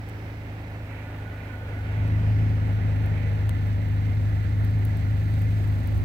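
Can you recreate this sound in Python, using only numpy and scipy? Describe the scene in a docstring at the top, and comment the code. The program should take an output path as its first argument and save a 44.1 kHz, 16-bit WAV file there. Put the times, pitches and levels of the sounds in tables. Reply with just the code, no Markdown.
"""A six-cylinder engine throbs at fast idle close by, parked on a residential street in a snowstorm.
Its firings drone from the exhaust and boom as the microphone turns; the whir of belts slides left.
Wind rushes through the trees and buffets the microphone's two ports; a few thin tones come and go.
Thickening snow hisses past, and icy flakes tick on the microphone's housing."""
import sys
import numpy as np
from scipy import signal
from scipy.fft import rfft, irfft
from scipy.io import wavfile

SR = 44100
rng = np.random.default_rng(int(sys.argv[2]) if len(sys.argv) > 2 else 0)


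def generate_wav(signal):
    """Clip the signal to [-1, 1] and save it as 16-bit WAV at the path in sys.argv[1]."""
    frames = np.transpose(np.atleast_2d(signal))
    scaled = np.clip(frames, -1, 1) * 32767
    pcm = np.round(scaled).astype(np.int16)
    wavfile.write(sys.argv[1], SR, pcm)


N = 266496
TIME = np.arange(N) / SR
FREQS = np.fft.rfftfreq(N, 1 / SR)
BOOM_REF_DB = -25.5   # drone level at which boom_db is 0


# firing tones: (crank multiple [x], level re drone [dB], share of boom followed [ratio])
EXHAUST_TONES = [(3, -11, .85), (4.5, -9.3, .82), (5, -27, .8), (6, -.1, 1), (7.5, -27, .9), (9, -15, .85),
                 (10.5, -23, .7), (12, -34, .7), (13.5, -23, .55)]

def exhaust(turns, boom_db, unsteady_db=0.02, roughness=0.022, surge_turns=0.0085, pipe_lag_rad=0.52):
    """Firings give tones on crank multiples; the pipe delays each differently, and no two firings match."""
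    load_db = unsteady_db * drift(7)
    # unequal cylinders: the crank surges and lags once in two turns
    crank = turns + surge_turns * np.sin(np.pi * turns)
    tones = 0
    for multiple, db, share in EXHAUST_TONES:
        level_db = BOOM_REF_DB + db + share * boom_db + load_db
        phase = 2 * np.pi * multiple * crank - pipe_lag_rad * multiple ** 2 + roughness * drift(19)
        flutter = 1 + roughness * drift(9.7)
        tones += np.sqrt(2) * from_db(level_db) * flutter * np.sin(phase)
    return from_engine(tones)


# tailpipe noise: (frequency [Hz], density [dB/Hz])
RUMBLE_SPECTRUM = [(40, -92), (70, -63.5), (105, -52), (135, -65.5), (175, -61.5), (210, -70.5), (255, -70),
                   (300, -69.5), (350, -78.5), (600, -92)]

def tailpipe_rumble(turns, boom_db):
    """Gas leaves the tailpipe in turbulent puffs."""
    puffs = firing_pulses(turns, bank_depth=0.33, engine_depth=0.25)
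    return from_engine(noise(RUMBLE_SPECTRUM) * puffs * from_db(boom_db))


# belt-driven hums: (crank multiple [x], level [dB], share of boom followed [ratio])
FAN_HUMS = [(15.3, -47.5, .55), (16.9, -54.5, -.15)]

def fan_and_pump(turns, boom_db, waver_db=1.6, slip_rad=0.33):
    """Belt-driven fan and pump hum between the crank's harmonics."""
    hums = 0
    for multiple, db, share in FAN_HUMS:
        level_db = db + share * boom_db + waver_db * drift(6.2)
        phase = 2 * np.pi * multiple * turns + slip_rad * drift(5.5)
        hums += np.sqrt(2) * from_db(level_db) * np.sin(phase)
    return from_engine(hums)


# belt and pulley noise: (frequency [Hz], density [dB/Hz])
WHIR_SPECTRUM = [(250, -79), (400, -82), (560, -75), (850, -81), (1080, -83), (1450, -80), (1600, -85.5),
                 (1780, -79), (2050, -84.5), (2600, -88.5), (3300, -94), (4000, -94.5), (6000, -105),
                 (9000, -118)]
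# bay resonances: (frequency [Hz], width [Hz], level [dB], pan L-R [dB])
BAY_RINGS = [(1450, 17, -62, 3), (1680, 24, -64, -3), (1757, 40, -67, -2), (1999, 46, -61.5, -3.5),
             (2101, 42, -63, -2)]

def engine_bay(turns, whir_db, waver_db=2.0):
    """Belts and pulleys whir, throbbing with the firings, and keep a few narrow rings going."""
    throb = firing_pulses(turns, bank_depth=0.1, engine_depth=0.14)
    bay = from_engine(noise(WHIR_SPECTRUM) * throb * from_db(whir_db + 0.72 * drift(9)))
    for hz, width_hz, db, pan_db in BAY_RINGS:
        ring = narrow_noise(hz, width_hz) * from_db(db + whir_db + waver_db * drift(5))
        bay += from_engine(ring) * panned(pan_db)
    return bay


def firing_pulses(turns, bank_depth, engine_depth):
    """Each bank fires three times in two turns, the whole engine six times."""
    return 1 + bank_depth * np.cos(3 * np.pi * turns) + engine_depth * np.cos(6 * np.pi * turns)


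def microphone_turn(speed_rps, start_s=1.58, length_s=0.46, idle_rps=17.2, rev_db_per_rps=4,
                    muffled_db=-36.5, booming_db=-23.5, whir_before_db=-5, whir_after_db=-1):
    """Boom and whir gains in dB: both rise as the microphone turns; the boom then follows the speed."""
    turned = np.clip((TIME - start_s) / length_s, 0, 1)
    revving_db = booming_db + rev_db_per_rps * (speed_rps - idle_rps)
    drone_db = muffled_db + turned * (revving_db - muffled_db)
    whir_db = whir_before_db + turned * (whir_after_db - whir_before_db)
    facing_bay_db = 0.5 * swell(centre_s=2.1, length_s=0.6)
    return drone_db - BOOM_REF_DB, whir_db + facing_bay_db


# engine bearing: (time [s], lead at left port [ms])
LEFT_LEAD_MS = [(0, -0.24), (.75, -0.19), (1.35, 0.013), (1.95, 0.27), (2.3, 0.4), (2.8, 0.51),
                (6.04, 0.45)]

def from_engine(sound):
    """The engine's sound reaches the nearer port first."""
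    lead_s = in_time(LEFT_LEAD_MS) / 1000
    return np.array([np.interp(TIME + side * lead_s / 2, TIME, sound) for side in (1, -1)])


# idle speed: (time [s], crank rate [turns/s])
CRANK_RPS = [(0.0, 17.57), (0.45, 17.59), (0.95, 17.31), (1.35, 16.95), (1.75, 16.97), (2.1, 17.46),
             (2.4, 17.64), (2.65, 17.28), (3.15, 17.1), (3.88, 16.95), (4.17, 17.18), (4.45, 17.0),
             (4.73, 17.45), (4.97, 17.12), (5.5, 17.41), (5.78, 16.86), (6.04, 17.01)]

def engine(shade_db_per_ms=3.5):
    """The engine hunts about its idle; with the exhaust on the left, the right port is slightly shaded."""
    speed_rps = in_time(CRANK_RPS)
    turns = np.cumsum(speed_rps) / SR
    boom_db, whir_db = microphone_turn(speed_rps)
    drone = exhaust(turns, boom_db) + tailpipe_rumble(turns, boom_db) + fan_and_pump(turns, boom_db)
    shade_db = shade_db_per_ms * np.maximum(in_time(LEFT_LEAD_MS), 0)
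    return drone * panned(shade_db) + engine_bay(turns, whir_db)


# wind strength: (time [s], rush gain [dB])
RUSH_GAIN_DB = [(0, 1.2), (1.4, 2.5), (2.2, 5), (3.6, 1.5), (6.04, 0)]
# rush in trees, hiss in twigs: (frequency [Hz], density [dB/Hz])
RUSH_SPECTRUM = [(100, -74.5), (350, -76), (600, -77.5), (850, -78.5), (1100, -87), (1500, -85),
                 (2000, -85.5), (2500, -88), (3200, -96.5), (5000, -112)]
TWIG_SPECTRUM = [(2000, -108), (3000, -97.5), (4000, -96.5), (5500, -103), (6200, -101), (7100, -106),
                 (8000, -103), (9200, -114), (12000, -120)]

def wind_in_trees(waver_db=0.98, twigs_start_db=-4.5, twigs_db_per_s=1.22):
    """Wind rushes through the trees; the hiss of bare twigs grows as the near tree comes round."""
    rush = diffuse(RUSH_SPECTRUM, alike_hz=750) * from_db(in_time(RUSH_GAIN_DB) + waver_db * drift(7.6))
    twigs_db = twigs_start_db + twigs_db_per_s * TIME
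    twigs = diffuse(TWIG_SPECTRUM, alike_hz=480) * from_db(twigs_db + waver_db * drift(26))
    return rush + twigs


# buffeting: (frequency [Hz], density [dB/Hz])
EDDY_SPECTRUM = [(8, -91.5), (22, -72), (40, -70), (70, -56.5), (150, -77.5), (300, -75.5), (600, -91.5)]
# strongest eddies: (time [s], gain [dB])
EDDY_THUMPS = [(4.55, 3), (5.0, -2), (5.68, 0), (5.98, 9.5)]

def port_eddies(start_db=-20.5, rise_db_per_s=4, thump_s=0.13, waver_db=1.5):
    """Eddies buffet the ports harder as the microphone leaves shelter; the strongest thump."""
    thumps = sum(from_db(db) * swell(s, thump_s) for s, db in EDDY_THUMPS)
    gain = from_db(start_db + rise_db_per_s * TIME) + thumps
    return diffuse(EDDY_SPECTRUM, alike_hz=40) * gain * from_db(waver_db * drift(4))


# gusts in branches: (time [s], level [dB])
BRANCH_GUSTS = [(0.966, -52), (1.45, -53), (1.95, -54), (2.4, -56), (3.2, -49.5)]
# sheets of loose snow: (time [s], length [s], level [dB])
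SNOW_SWISHES = [(0.1, 0.81, -67.5), (2.4, 0.4, -67)]

def gusts():
    """Gusts swell and fade, singing in branches and sweeping loose snow along."""
    branches = air_band(hz=2230, width_hz=770)
    branches *= sum(from_db(db) * swell(s, length_s=0.15) for s, db in BRANCH_GUSTS)
    loose_snow = air_band(hz=5200, width_hz=2000)
    loose_snow *= sum(from_db(db) * swell(s, length_s) for s, length_s, db in SNOW_SWISHES)
    return branches + loose_snow


# whine and howls: (time [s], length [s], frequency [Hz], width [Hz], level [dB])
THIN_TONES = [(1.5, 1.06, 1467, 60, -52), (3.3, 0.42, 467, 23, -50), (4.05, 0.33, 467, 20, -51)]

def thin_tones():
    """Thin tones come and go: a high belt-like whine and two low howls."""
    return sum(air_band(hz, width_hz) * from_db(db) * swell(s, length_s)
               for s, length_s, hz, width_hz, db in THIN_TONES)


# snowfall: (time [s], flakes per port [1/s])
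FLAKES_PER_S = [(0, 20), (3.4, 34), (5.1, 65), (5.35, 130), (6.04, 140)]
# fine snow: (frequency [Hz], density [dB/Hz])
SNOW_SPECTRUM = [(5000, -116), (8000, -110), (9400, -110), (11000, -106), (13000, -103.5), (15500, -102.5),
                 (17000, -103)]

def snow(smallest_db=-55.5, spread_db=5.0, knock_db=-2, ref_per_s=43, db_per_doubling=1.4):
    """Flakes tick at random on either port and fine snow hisses past, both louder as the fall thickens."""
    rate_per_s = in_time(FLAKES_PER_S)
    thickness_db = db_per_doubling * np.log2(rate_per_s / ref_per_s)
    size_db = smallest_db + spread_db * np.minimum(rng.exponential(1, (2, N)), np.e)
    landings = rng.random((2, N)) < rate_per_s / SR
    ticks = from_db(size_db + thickness_db) * landings * rng.choice([-1, 1], (2, N))
    hiss = diffuse(SNOW_SPECTRUM, alike_hz=480) * from_db(thickness_db + 0.5 * drift(20))
    return housing(ticks, ticks * from_db(knock_db)) + hiss


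# larger grains: (time [s], impact level [dB], pan L-R [dB], knock re tick [dB])
GRAIN_HITS = [(.0885, -45, -10, 3), (.0965, -44, -8, 4), (3.0619, -45, 8, -10), (3.4935, -33.5, 21.5, 9.5),
              (3.6706, -46, 8, -10), (4.6483, -39, 11, -15), (4.8519, -37, 15, -15), (4.9716, -42, 8.5, -6),
              (5.3398, -44, -7, -3), (5.4188, -42, .5, -4), (5.676, -44, 5, -10), (5.874, -38.5, 12, -6),
              (5.9793, -45, 1, 0)]

def ice_grains(fragment_gain=0.33, shatter_s=0.0012):
    """Icy grains knock on the housing and break up for about a millisecond."""
    ticks, knocks = np.zeros((2, N)), np.zeros((2, N))
    age_s = np.arange(SR // 250) / SR
    for s, db, pan_db, knock_db in GRAIN_HITS:
        start, sides = int(s * SR), panned(pan_db)
        impact = -from_db(db) * sides / sides.mean()
        fragments = fragment_gain * rng.standard_normal(len(age_s)) * np.exp(-age_s / shatter_s)
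        ticks[:, start:start + len(age_s)] += impact * ((age_s == 0) + fragments)
        knocks[:, start:start + 1] += impact * from_db(knock_db)
    return housing(ticks, knocks)


# housing resonances: (frequency [Hz], gain [dB], T60 [s])
HOUSING_MODES = [(900, 6.5, 0.00096), (3020, -0.5, 0.0018), (6430, -19.5, 0.0078), (8200, -10, .005),
                 (10600, -4.5, 0.00076), (13000, -3.5, .0012), (15100, -8.5, .002)]

def housing(ticks, knocks, split_hz=9400):
    """The microphone's housing rings briefly: knocks drive its lower modes, ticks its upper ones."""
    ringing = 0
    for hz, db, t60_s in HOUSING_MODES:
        radius, angle = from_db(-60 / (t60_s * SR)), 2 * np.pi * hz / SR
        feedback = [1, -2 * radius * np.cos(angle), radius ** 2]
        drive = knocks if hz < split_hz else ticks
        ringing += from_db(db) * signal.lfilter([0, np.sin(angle)], feedback, drive + 1e-18)
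    return ringing


def from_db(db):
    """Decibels to gain."""
    return 10 ** (np.asarray(db) / 20)


def panned(pan_db):
    """Left and right gains for a level difference."""
    return from_db(np.array([[0.5], [-0.5]]) * pan_db)


def in_time(curve):
    """A curve's value at every sample."""
    return np.interp(TIME, *np.transpose(curve))


def in_frequency(curve):
    """A curve's value at every FFT bin, interpolated in log frequency."""
    hz, values = np.transpose(curve)
    return np.interp(np.log(FREQS + 1e-9), np.log(hz), values)


def swell(centre_s, length_s):
    """A smooth rise to 1 and fall."""
    return np.exp(-2 * ((TIME - centre_s) / length_s) ** 2)


def drift(rate_hz):
    """Slow random wander; rms 1."""
    slow = irfft(rfft(rng.standard_normal(N)) / (1 + (FREQS / rate_hz) ** 2), N)
    return (slow - slow.mean()) / slow.std()


def noise(spectrum):
    """Noise of the given density, falling away beyond the ends of its spectrum."""
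    low_cut = FREQS / np.hypot(FREQS, spectrum[0][0] / 2)
    high_cut = 1 / (1 + (FREQS / (2 * spectrum[-1][0])) ** 4)
    shape = from_db(in_frequency(spectrum)) * low_cut * high_cut
    return irfft(rfft(rng.standard_normal(N)) * shape, N) * np.sqrt(SR / 2)


def diffuse(spectrum, alike_hz):
    """Noise from all round: alike at both ports only where the waves are long."""
    alike = 1 / (1 + (FREQS / alike_hz) ** 4)
    mid = np.sqrt((1 + alike) / 2) * rfft(noise(spectrum))
    side = np.sqrt((1 - alike) / 2) * rfft(noise(spectrum))
    return irfft([mid + side, mid - side], N)


def narrow_noise(hz, width_hz):
    """Noise twice through one resonance; rms 1."""
    band = irfft(rfft(rng.standard_normal(N)) / (1 + ((FREQS - hz) / (width_hz / 2)) ** 2), N)
    return band / band.std()


def air_band(hz, width_hz):
    """An airy band of noise, unrelated at the two ports."""
    return np.array([narrow_noise(hz, width_hz), narrow_noise(hz, width_hz)])


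def scene():
    """Engine, wind and snow at the two ports."""
    return engine() + wind_in_trees() + port_eddies() + gusts() + thin_tones() + snow() + ice_grains()


# port colour: (frequency [Hz], L-R [dB])
PORT_BALANCE_DB = [(300, -0.7), (750, 1), (1100, -2.5), (1500, -6), (2000, -10.5), (3000, -7.5), (4200, -7),
                   (6000, -3), (8000, -0.5), (10000, 1), (16000, 4)]

def record(dry):
    """Each port colours the sound in its own way; the top is cut steeply."""
    cutoff_hz = 15850
    coloured = rfft(dry) * panned(in_frequency(PORT_BALANCE_DB))
    return irfft(coloured / np.sqrt(1 + (FREQS / cutoff_hz) ** 160), N)


dry = scene()
out = record(dry)
generate_wav(out)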